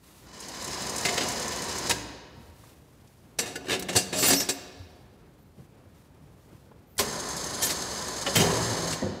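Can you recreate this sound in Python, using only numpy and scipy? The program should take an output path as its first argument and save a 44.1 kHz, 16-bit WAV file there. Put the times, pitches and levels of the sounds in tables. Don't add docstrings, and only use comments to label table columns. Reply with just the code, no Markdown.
import sys
import numpy as np
from scipy import signal
from scipy.fft import rfft, irfft, next_fast_len
from scipy.io import wavfile
from scipy.ndimage import uniform_filter1d

SR = 44100
rng = np.random.default_rng(int(sys.argv[2]) if len(sys.argv) > 2 else 0)


def bounce(signal):
    frames = np.transpose(np.atleast_2d(signal))
    limited = np.clip(frames, -1, 1)
    pcm = np.round(limited * 32767).astype(np.int16)
    wavfile.write(sys.argv[1], SR, pcm)


def invert_db(level):
    return 10 ** (np.asarray(level, dtype=float) / 20)


N = 405719
T, SIZE = np.arange(N) / SR, next_fast_len(N)
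HZ = np.fft.rfftfreq(SIZE, 1 / SR)


def evened(x):
    return x / np.sqrt(np.mean(x ** 2) + 1e-20)


def read(points, hz):
    f, value = np.transpose(points)
    return np.interp(np.log(hz + 1), np.log(f + 1), value)


def during(start, stop, rise=0.004, fall=0.008):
    return np.clip(np.minimum((T - start) / rise, (stop - T) / fall), 0, 1)


def coloured(db, x=None):
    source = rng.standard_normal(SIZE) if x is None else x
    return evened(irfft(rfft(source, SIZE) * invert_db(db), SIZE)[:N])


def band(lo_hz, hi_hz, ripple_db=0.0):
    edges_db = -10 * np.log10((1 + (lo_hz / (HZ + 1)) ** 8) * (1 + (HZ / hi_hz) ** 8))
    if not ripple_db:
        return coloured(edges_db)
    ripples = rng.standard_normal((2, len(HZ)))
    ripples = uniform_filter1d(uniform_filter1d(ripples, size=400), size=400)
    turn = 2 * np.pi * 1.3 * T
    shares = [np.cos(turn), np.sin(turn)]
    return sum(share * coloured(edges_db + ripple_db * evened(r)) for share, r in zip(shares, ripples))


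def slow(rate_hz):
    knots = rng.standard_normal(int(N / SR * 200) + 2)
    smooth = uniform_filter1d(knots, max(1, round(100 / rate_hz)))
    return evened(np.interp(T * 200, np.arange(len(knots)), smooth))


def rung(drive, modes, uneven_db=0.0):
    out, shake = np.zeros(N), drive * rng.standard_normal(N)
    for hz, db, t60 in modes:
        r = np.exp(-np.log(1000) / (t60 * SR))
        angle = 2 * np.pi * hz / SR
        push = shake * invert_db(db + uneven_db * slow(8.2))
        gain = 2 * np.sqrt(1 - r * r) * np.sin(angle)
        out += signal.lfilter([gain], [1, -2 * r * np.cos(angle), r * r], push)
    return out / np.sqrt(2 * len(modes))


def add(mix, s, db, t60, rise=0.0012):
    part = mix[..., round(s * SR) - 40:][..., :round(0.3 * SR)]
    t = T[:part.shape[-1]]
    part += invert_db(np.asarray(db)[..., None] - 60 * t / t60) * (1 - np.exp(-(t / rise) ** 2))


# frequency in Hz, level in dB per Hz.
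RUMBLE = [(15, -50), (25, -24.5), (48, -0.5), (129, -1), (456, -12.5), (2150, -30), (5000, -41),
          (11000, -120)]
# frequency in Hz, level in dB per Hz.
HISS = [(530, -23.5), (900, 0), (1720, -5.5), (2910, -5.5), (4940, -6), (10100, -8.5), (14500, -10.5),
        (15800, -14.5)]
# middle in seconds, half length in seconds, level in dB.
RUSTLE = [
    (0.15, 0.12, -59.5),
    (2.44, 0.085, -68),
    (2.655, 0.11, -64),
    (3.1, 0.5, -74),
    (4.597, 0.39, -72),
    (5.619, 0.06, -75),
    (6.002, 0.072, -74),
    (6.258, 0.053, -78.5),
    (6.511, 0.16, -75),
]
RUMBLE_DB, STILL_DB = -54, -71


def background():
    rumble = invert_db(RUMBLE_DB + 1.4 * slow(6.6)) * coloured(read(RUMBLE, HZ))
    flicker_db = 1.2 * slow(30)
    cloth = invert_db(STILL_DB) + sum(invert_db(db) * np.exp(-((T - s) / half) ** 4) for s, half, db in RUSTLE)
    return rumble + cloth * invert_db(flicker_db) * coloured(read(HISS, HZ))


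TAUT_S, TAKE_UP_S, SETTLE_S = 8.2, 0.27, 0.086


def strain():
    load = np.clip((T - TAUT_S) / TAKE_UP_S, 0, 1)
    return load, load ** 2 * np.exp(-np.maximum(T - TAUT_S - TAKE_UP_S, 0) / SETTLE_S)


# start in seconds, stop in seconds, fade-in in seconds, gear whirr in dB, low growl in
# dB.
RUNS = [
    (0.21, 1.91, 0.6, -37, -36),
    (6.995, 8.945, 0.011, -37, -37),
]
# frequency in Hz, level in dB per Hz.
WHIRR = [
    [(710, -45.5), (1200, -31), (1730, 4), (2840, -1.5), (3070, -5), (3310, -0.5), (6450, 3.5),
     (15800, -19)],
    [(710, -38), (1200, -5.5), (2300, -12.5), (3500, -4.5), (4300, -1.5), (6600, -2), (9720, -7),
     (15800, -25.5)],
]
# frequency in Hz, level in dB per Hz.
GROWL = [(26, -45), (45, -3), (190, 1), (555, -1.5), (1100, -9), (1760, -10), (2600, -16.5), (5720, -110)]
# frequency in Hz, width in Hz, lift in dB paying out, lift in dB reeling in.
HOUSING = [(1027, 230, 9, 7.5), (1790, 180, 1, 5), (2997, 120, 8, 5), (3990, 130, 7, 3.5),
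           (4420, 130, 6.5, 7), (5060, 260, 8.5, 6.5), (2650, 400, -1, -4), (5700, 350, -1, -4),
           (6300, 220, 2, 8), (6550, 150, 1.5, 8), (7380, 70, 9, 10.5), (7700, 150, -2, 3),
           (8470, 41, 4, 3), (9140, 91, -2, -3.5)]
# multiple of shaft speed, level in dB re growl.
ORDERS_DB = [(1, -4), (3, -12), (4, -11), (6, -9), (7, -10), (8, -13), (16, -8)]
FREE_HZ = [62.94, 63.4]
SAG_HZ = 7.3
INRUSH_DB, INRUSH_S = 9.5, 0.063
BUMP_S, BUMP_DB, BUMP_WIDTH_S = 1.2, 2, 0.11
LOAD_WHIRR_DB, LOAD_GROWL_DB, LURCH_WHIRR_DB, LURCH_GROWL_DB = 3, 3.5, 2.5, 9


def motor():
    out = np.zeros(N)
    load, lurch = strain()
    bump_db = BUMP_DB * np.exp(-((T - BUMP_S) / BUMP_WIDTH_S) ** 2)
    for k, (start, stop, swell, whirr_db, growl_db) in enumerate(RUNS):
        turns = np.cumsum((FREE_HZ[k] - SAG_HZ * load) * (1 + 0.0045 * slow(4.6))) / SR
        lift_db = sum(row[2 + k] / (1 + ((HZ - row[0]) / (row[1] / 2)) ** 2) for row in HOUSING)
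        throb = 1 + 0.14 * np.cos(2 * np.pi * turns)
        mesh = rng.standard_normal(N) * throb * invert_db(2.2 * slow(37))
        whirr = coloured(read(WHIRR[k], HZ) + lift_db, mesh)
        orders = sum(invert_db(db + 2.2 * slow(9)) * np.sin(2 * np.pi * m * turns) for m, db in ORDERS_DB)
        orders = 0.36 * orders / invert_db(LURCH_GROWL_DB * lurch + 4 * load)
        growl = coloured(read(GROWL, HZ) + lift_db) + orders
        inrush_db = INRUSH_DB * np.exp(-abs(T - start) / INRUSH_S)
        whirr_db = whirr_db + bump_db + LOAD_WHIRR_DB * load + LURCH_WHIRR_DB * lurch
        growl_db = growl_db + bump_db + LOAD_GROWL_DB * load + LURCH_GROWL_DB * lurch + inrush_db
        running = during(start, stop, swell, 0.02)
        out += running * (invert_db(whirr_db - 1.5) * whirr + invert_db(growl_db - 3) * growl)
    return out


# multiple of the bar rate, level in dB.
WHINE = [(6, -53), (8, -53), (9, -63), (12, -63), (13, -62), (14, -63)]
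BARS_HZ = 497.6
WHINE_DB, WHINE_WAVER_DB = -3.5, 3.5


def whine():
    turns = np.cumsum(BARS_HZ * (1 + 0.0012 * slow(8))) / SR
    lines = sum(invert_db(db + WHINE_WAVER_DB * slow(12)) * np.sin(2 * np.pi * m * turns) for m, db in WHINE)
    return during(*RUNS[0][:3], 0.02) * invert_db(WHINE_DB) * lines


# time in seconds, peak in dB.
TEETH = [(0.4026, -31.5), (0.4839, -32), (0.6235, -29), (0.644, -29), (0.675, -24), (0.7074, -30),
         (0.8192, -29.5), (0.867, -31), (0.895, -26), (0.9608, -27), (0.981, -21.5), (1.0097, -23),
         (1.122, -24.5), (1.141, -24.5), (1.2068, -27), (1.2337, -21), (1.2851, -17), (1.319, -23.5),
         (1.397, -21), (1.4203, -24), (1.4801, -22.5), (1.56, -23.5), (1.6203, -28.5), (1.6403, -24),
         (1.7251, -26), (1.783, -21.5), (1.8944, -17.5)]
# time in seconds, peak in dB.
TEETH_IN = [(7.2, -31), (7.2873, -22.5), (7.3661, -27), (7.4424, -25), (8.0823, -28), (8.2136, -26)]
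# frequency in Hz, level in dB, t60 in seconds.
GEARS = [(6480, 6, 0.011), (7090, 2, 0.02), (8000, -12, 0.024), (8850, -15, 0.018), (9400, -4, 0.033)]


def teeth():
    blows = np.zeros((2, N))
    for s, db in TEETH + TEETH_IN:
        tilt_db = rng.normal(0, 2.8)
        add(blows, s, [db - 9.5 + tilt_db, db - 34.5 - tilt_db], 0.06)
    rasp = 1.1 * blows[0] * band(6360, 7800) + 0.74 * rung(blows[0], GEARS, 0.74)
    return rasp + blows[1] * band(9000, 17500)


# time in seconds, peak in dB, thud and bright in dB re peak, t60 in seconds.
KNOCKS = [
    (1.0497, -10.5, -9.5, -10, 0.12),
    (1.086, -11.5, -12, -19, 0.053),
    (1.177, -10, -8, -13.5, 0.062),
    (1.206, -19.5, -1.5, -14.5, 0.24),
    (1.8946, -15.5, -1, -1.5, 0.13),
    (1.908, -5, -14, -18, 0.039),
]
# time in seconds, peak in dB, thud and bright in dB re peak, t60 in seconds.
LIFT_KNOCKS = [(6.987, -12, -7, -2.5, 0.14), (7.618, -29, 4, 4, .15), (7.664, -18, -5, 0.5, .05),
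               (7.69, -23, -8, -1, 0.15), (7.701, -24, -3, 3, .12), (8.2613, -13, -4, -20, 0.098),
               (8.348, -15, -8, -9.5, 0.093), (8.3539, -10, -5, -9, 0.23), (8.397, -20, 5, -3, 0.21),
               (8.5, -25, 2, -12, .1), (8.924, -18.5, -3, -3.5, 0.092)]
# time in seconds, peak in dB, thud and bright in dB re peak, t60 in seconds.
HOOK_KNOCKS = [(3.386, -13.5, -4.5, -2, 0.1), (3.423, -32, -3, -10.5, 0.48), (3.457, -34, -2.5, -5.5, 0.28),
               (3.555, -19.5, -4, -4.5, 0.042), (3.8847, -16, -2.5, -10, .12), (3.927, -28, -3.5, -4, 0.15),
               (3.951, -12.5, 3, -4, 0.051), (3.959, -15, -3.5, 3, 0.17), (4.1245, -21.5, 0, -7.5, 0.24),
               (4.184, -27.5, -4, 2, 0.071), (4.2242, -16, -2.5, -7, 0.27), (4.282, -20.5, -3.5, 0, .1),
               (4.3026, -15.5, -0.5, -5.5, 0.13), (4.3307, -12.5, -1, 2, 0.049), (4.4, -20, -6, 0, 0.07),
               (4.487, -14.5, -2, 1.2, 0.1)]
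# time in seconds, peak in dB, thud and bright in dB re peak, t60 in seconds.
TICKS = [
    (3.7942, -31, -7.5, 0, .055),
    (3.824, -24.5, -4, -2.5, 0.04),
]
# time in seconds, peak in dB, thud and bright in dB re peak, t60 in seconds.
SLIPS = [(3.644, -40.5, 0.5, -15, .08), (3.656, -39, -2, -8, .08), (3.668, -32, -4, -16, .08),
         (3.683, -22.5, -3, -12, .08), (3.695, -18, -7, -12, 0.086), (3.706, -17, -8, -13, 0.077),
         (3.717, -17.5, -8, -12, .08), (3.728, -17.5, -7.5, -11, 0.073), (3.738, -20, -5, -12, 0.071),
         (3.749, -26, -3.5, -13, .1), (3.76, -35, 2, -12, .15)]
FIZZ_DB = [-19, -7, -19.5, 2, -21, -18]
RISE_S = [.0025, 0.0055, .0045, .001, .002]
# start in seconds, length in seconds, scrape in dB, thud and bright in dB re scrape.
STROKES = [
    (4.13, 0.18, -37, 4, 11.4),
    (4.2, .27, -33, 1, 5.5),
    (7.606, 0.066, -25, 0, 6.5),
]
# from in seconds, to in seconds, level in dB.
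HANDLED = (3.39, 4.55, -47)
# frequency in Hz, level in dB, t60 in seconds.
PLATES = [(1170, -8, 0.033), (1735, 1.5, 0.029), (2120, -5, 0.05), (2535, -3, 0.06), (2775, -0.5, .09),
          (3090, -11.5, 0.041), (3690, -1.5, 0.047)]
# frequency in Hz, level in dB, t60 in seconds.
FRAME = [(188, -9, 0.42), (279, -1.5, 0.2), (353, -10, 0.073), (379.7, -1, .2), (452.5, 0.5, 0.05),
         (527, -6, 0.3), (617, -7, 0.31), (716, -3, 0.2)]
# frequency in Hz, level in dB, t60 in seconds.
HOOK = [(4390, -1, .08), (4490, 1, 0.083), (4810, 4.5, 0.08), (5050, 1.5, .08), (5410, 2, 0.075),
        (5980, 4.5, 0.05), (6460, 2.5, 0.04), (6670, -1, .06), (7430, 5, 0.05), (7845, 5.5, 0.06),
        (8100, 2, .04), (8400, -4.5, .08), (8850, -2, .05), (9421, -6.5, .05)]
# frequency in Hz, level in dB, t60 in seconds.
MOUNT = [(2070, -8.5, .05), (2490, -9.5, 0.072), (2870, -6.5, .06), (3150, -8, 0.046), (3530, -7, .08),
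         (3750, -7, 0.058), (4170, -8, 0.059), (4396, -3.5, .07), (4860, -0.5, .04), (5305, -4.5, 0.057),
         (5790, -5, 0.036), (6450, -1, 0.023), (7060, -2, 0.046), (7730, -4.5, .06)]
FIZZ_PER_DB = 2.5
STROKE_PEAK, STROKE_ENDS_DB = 0.33, -10


def steel():
    drive = np.zeros((4, N))
    for rows, fizz_db, rise in zip([KNOCKS, LIFT_KNOCKS, HOOK_KNOCKS, TICKS, SLIPS], FIZZ_DB, RISE_S):
        for s, db, thud_db, bright_db, t60 in rows:
            top_db = bright_db + fizz_db + FIZZ_PER_DB * (db + 12.5)
            add(drive, s, db - 5.5 + np.array([-4, thud_db, bright_db, top_db]), t60, rise)
    for s, length, db, thud_db, bright_db in STROKES:
        press_db = STROKE_ENDS_DB * np.interp((T - s) / length, [0, STROKE_PEAK, 1], [1, 0, 1]) ** 2
        grip_db = 1.6 * slow(100)
        gain = during(s, s + length, 0.051, 0.018) * invert_db(db + press_db - 7.5 + grip_db)
        parts_db = np.array([[0], [thud_db], [bright_db], [bright_db + FIZZ_DB[-1]]])
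        drive += gain * invert_db(parts_db + np.outer([0.62, 0.3, 0.486, 0.8], press_db))
    drive[1] += during(*HANDLED[:2], 0.02, 0.16) * invert_db(HANDLED[2])
    hooking = during(3, 5)
    clank = 0.8 * drive[0] * band(1200, 4000, 4.0) + 0.7 * rung(drive[0] * hooking, PLATES, 2.2)
    thud = 0.52 * drive[1] * band(100, 800) + 0.82 * rung(drive[1], FRAME, 3.2)
    clink = 1.04 * drive[2] * band(4000, 8900, 3.7) + 0.51 * rung(drive[2] * hooking, HOOK, 2.2)
    mount = rung((0.78 * drive[0] + 0.39 * drive[2]) * (1 - hooking), MOUNT, 2.2)
    fizz = drive[3] * band(8800, 16000, 3.0)
    return clank + thud + clink + mount + fizz


# time
# in seconds, frequency in Hz, level in dB, t60 in seconds.
CLINKS = [(1.052, 2070, -25.5, .12), (1.051, 2490, -31.5, .1), (1.088, 2070, -28, .08),
          (1.177, 3100, -32, 0.068), (1.194, 3165, -34, .06), (3.39, 5860, -26, .07),
          (3.392, 4500, -30, .1), (3.394, 7445, -26, .1), (3.394, 8592, -32, .1), (3.39, 2767, -39, .4),
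          (3.423, 1760, -38.5, .1), (3.465, 6686, -42, .08), (3.558, 4800, -39, 0.096),
          (3.558, 6150, -37, 0.053), (3.558, 7900, -38.5, 0.055), (3.668, 1782, -39, 0.098),
          (3.727, 2616, -30.5, .1), (3.727, 3531, -30.5, .12), (3.795, 3900, -38, .1),
          (3.964, 8110, -20, .1), (3.964, 7490, -25, .12), (3.966, 8850, -26, .15), (3.964, 6750, -31, .12),
          (7.609, 3170, -36, .15), (7.628, 3170, -33, .2), (7.625, 5790, -29, .15),
               (7.63, 7830, -31, .15), (7.635, 6500, -23, .1), (7.625, 1780, -32, .2),
               (8.358, 7720, -27, .15), (8.358, 2870, -34, .15), (9.018, 1890, -34, .07),
               (9.022, 520, -28, .3), (9.021, 250, -19.5, .09), (9.022, 640, -24, .06),
               (9.028, 361, -29, .3), (9.062, 490, -28, .15), (8.263, 797, -30, .12),
               (8.263, 1130, -30, .1), (8.264, 1367, -32, .09), (8.264, 1760, -32, .09),
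               (8.272, 436, -30, .15), (6.992, 404, -28, .3), (6.99, 587, -31, .3), (6.99, 824, -28, .06),
               (6.99, 1448, -29, .05), (6.966, 2000, -50, .05), (3.555, 1480, -34, .1),
               (3.556, 2080, -39, .07), (4.335, 3500, -27, .06), (4.195, 7840, -30, .12),
               (4.282, 6100, -29, .06), (4.296, 7490, -26, .1), (4.31, 8110, -27.5, .1),
               (4.402, 6750, -26, .05)]
# time in seconds, frequency in Hz, level in dB, t60 in seconds.
THUMPS = [(1.905, 60, -39, 0.97), (1.91, 112, -38, 0.88), (2.47, 82, -41.5, .3), (2.589, 110, -46, 0.27),
          (4.76, 80, -42.5, .2), (4.795, 88, -32.5, .25), (4.865, 75, -40.5, .2), (5.575, 180, -39.5, .2),
          (5.58, 130, -42, .3), (5.76, 105, -51.5, .3), (8.36, 95, -28, .9), (8.36, 222, -27, .3),
          (9.03, 95, -33, .6), (8.272, 555, -26, .2)]
# frequency in Hz, level in dB re slip, t60 in seconds.
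SLIP_TICK = (14380, -24.5, .03)


def struck():
    out, t = np.zeros(N), T[:round(0.5 * SR)]
    tick_hz, tick_db, tick_t60 = SLIP_TICK
    flicks = [(row[0], tick_hz, row[1] + tick_db, tick_t60) for row in SLIPS]
    for s, hz, db, t60 in CLINKS + THUMPS + flicks:
        swell = np.minimum(t / (0.002 + 1.2 / hz), 1)
        note = swell * invert_db(db - 60 * t / t60) * np.sin(2 * np.pi * hz * t)
        part = out[round(s * SR):][:len(t)]
        part += note[:len(part)]
    return out


# time in seconds, frequency in Hz, level in dB, length in seconds, t60 in seconds.
BOOMS = [(1.056, 712, -31, 0.058, 0.35), (1.059, 383, -34, 0.064, 0.6), (1.182, 716, -33.5, 0.083, 0.82),
         (1.9, 942, -27, 0.019, 0.074), (1.905, 1630, -30, .02, 0.24), (1.941, 292, -41.5, 0.178, 0.53),
         (3.69, 188, -38, 0.37, 0.47), (3.966, 2775, -37, 0.036, 0.33), (4.49, 3950, -27, 0.012, 0.08),
         (8.263, 2970, -28, 0.012, 0.06), (8.356, 3110, -21, 0.0056, 0.36), (8.355, 163, -19, 0.029, 0.37),
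         (8.395, 400, -23.5, 0.08, 0.77), (6.98, 83, -35, .03, .15), (6.991, 1028, -27.5, 0.0069, 0.26),
         (9.02, 208.3, -36, 0.11, 0.56), (3.955, 105, -24.5, 0.018, 0.11), (3.555, 1717, -35, 0.0095, 0.1)]
# time in seconds, frequency in Hz, level in dB, length in seconds.
JINGLES = [(3.39, 12671, -38, .015), (3.554, 11920, -50, .015), (3.554, 14380, -47, .005),
           (3.96, 14462, -38, .02), (4.153, 7348, -34, .05), (4.2, 7348, -29, .13),
           (4.182, 11925, -39, .04), (4.265, 11925, -37, .035), (4.405, 5400, -29, .025),
           (4.19, 13925, -33.5, .1), (4.218, 14364, -31.5, .02), (4.235, 9470, -25, 0.041),
           (4.262, 14380, -22.5, .035), (4.297, 9405, -18, .015), (4.295, 4844, -28, .065),
           (4.31, 13370, -41, .11), (4.31, 12663, -45.5, .1), (4.322, 14433, -31.5, .01),
           (4.345, 14433, -33, .05), (4.345, 11927, -36, 0.075), (4.365, 5368, -26, 0.057),
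           (4.37, 6145, -33, .04), (4.3, 5790, -30.5, .12), (4.487, 13958, -47.5, 0.055),
           (7.619, 9420, -28, 0.046), (7.627, 12678, -29, .032), (7.63, 13945, -41.5, 0.07),
           (7.62, 13316, -45, .09), (7.622, 7347, -30.5, .04), (7.625, 11925, -38, .035),
           (7.583, 9700, -40, 0.035)]
# frequency in Hz, t60 in seconds.
LATCH = [(9400, .08), (11900, .13), (13320, .11), (13930, .24), (14360, .1)]


def ringing():
    out, t = np.zeros(N), T[:round(0.6 * SR)]
    waver_db, drift = 2.2 * slow(40) - 2.5, 0.15 * slow(30)
    jingles = [row + (read(LATCH, row[1]),) for row in JINGLES]
    for k, (s, hz, db, length, t60) in enumerate(jingles + BOOMS):
        own = slice(k * 4000, k * 4000 + len(t))
        fall_db = 80 * np.maximum(t - length, 0) / t60
        held = np.clip(t / 0.0033, 0, 1) * invert_db(db - fall_db + waver_db[own])
        note = held * np.sin(2 * np.pi * (hz * t + drift[own]))
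        part = out[round(s * SR):][:len(t)]
        part += note[:len(part)]
    return out


# time in seconds, peak in dB, centre in Hz, t60 in seconds.
STEPS = [
    (2.37, -31.5, 130, 0.16),
    (2.634, -40.5, 696, 0.073),
    (5.586, -40, 300, 0.1),
    (6.208, -34, 97, 0.2),
    (9.019, -24, 370, 0.15),
    (9.065, -30, 300, .9),
    (9.03, -26, 113, 0.61),
    (6.712, -36, 496, 0.047),
]
# time in seconds, peak in dB, centre in Hz, t60 in seconds.
TAPS = [
    (2.1, -51, 11800, 0.063),
    (3.0724, -43, 4200, 0.037),
    (6.8194, -62, 13940, 0.059),
    (6.977, -30, 800, 0.04),
    (3.794, -21, 13500, .045),
    (6.966, -36, 7000, 0.025),
    (3.376, -44.5, 4000, .03),
    (6.979, -10, 5500, 0.026),
]
# start in seconds, length in seconds, from in Hz, to in Hz, level in dB.
SQUEAKS = [
    (6.87, 0.11, 13850, 15000, -67),
    (6.89, 0.096, 11500, 12000, -75),
    (5.38, .07, 12300, 15000, -74),
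    (5.45, .04, 15000, 13600, -76),
]


def small_sounds():
    out = np.zeros(N)
    for s, db, hz, t60 in STEPS + TAPS:
        part = out[round(s * SR):][:round(0.3 * SR)]
        blow = np.zeros_like(part)
        add(blow, 0.001, db - 8.0, t60, 0.003)
        edges_hz = [0.73 * hz, min(2.0 * hz, 20000)]
        sos = signal.butter(2, edges_hz, "bandpass", fs=SR, output="sos")
        part += blow * evened(signal.sosfilt(sos, rng.standard_normal(len(blow))))
    for s, length, from_hz, to_hz, db in SQUEAKS:
        hz = np.interp(T, [s, s + length], [from_hz, to_hz]) * (1 + 0.006 * slow(50))
        level = during(s, s + length, 0.02, 0.0063) * invert_db(db + 3.8 * slow(50))
        out += level * np.sin(2 * np.pi * np.cumsum(hz) / SR)
    return out


# frequency in Hz, level in dB,
# t60 in seconds.
LOADED = [(115, -0.5, 0.45), (164, -0.5, 0.27), (388, -13.5, 0.093), (499, -6.5, 0.79), (639, -9, 0.23)]
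SHAKE_S, SHAKE_DB, LURCH_SHAKE_DB, JOLT_DB = 8.35, -25, 5.5, -9


def lifted_frame():
    jolt = invert_db(JOLT_DB - 1000 * abs(T - SHAKE_S))
    shake = invert_db(SHAKE_DB + LURCH_SHAKE_DB * strain()[1] ** 0.5) + jolt
    hanging = during(SHAKE_S, RUNS[-1][1], 0.0072, 0.0011)
    return 1.21 * rung(hanging * shake * invert_db(-10.5), LOADED)


# frequency in Hz, t60 in seconds.
HALL = [(100, 0.79), (400, 1.98), (1500, 1.54), (4000, 1.3), (8000, 0.62), (14000, 0.6)]


def hall(x):
    hz, t, z = signal.stft(rng.standard_normal(round(1.6 * SR)), SR, nperseg=256)
    tail = signal.istft(z * invert_db(-60 * t / read(HALL, hz)[:, None]), SR, nperseg=256)[1]
    tail *= np.clip(T[:len(tail)] / 0.012 - 1, 0, 1)
    return signal.fftconvolve(x, tail / np.linalg.norm(tail))[:N]


def scene():
    winch = motor() + teeth() + whine()
    metal = steel() + lifted_frame() + small_sounds()
    notes = ringing() + struck()
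    echo = hall(invert_db(-5.0) * winch + invert_db(-16.0) * metal + invert_db(-16.0) * notes)
    mono = winch + metal + notes + echo + background()
    return np.array([mono, mono])


def roll_off(x):
    return signal.sosfilt(signal.butter(12, 16650, fs=SR, output="sos"), x)


# frequency in Hz, gain in dB.
MICROPHONE = [(20, -35.5), (52, -1), (15650, 0.5), (15900, -35)]


def record(dry):
    rounded = dry / (1 + (dry / 0.42) ** 4) ** 0.25
    heard = irfft(rfft(rounded, SIZE) * invert_db(read(MICROPHONE, HZ)), SIZE)[:, :N]
    return roll_off(heard)


dry = scene()
out = record(dry)
bounce(out)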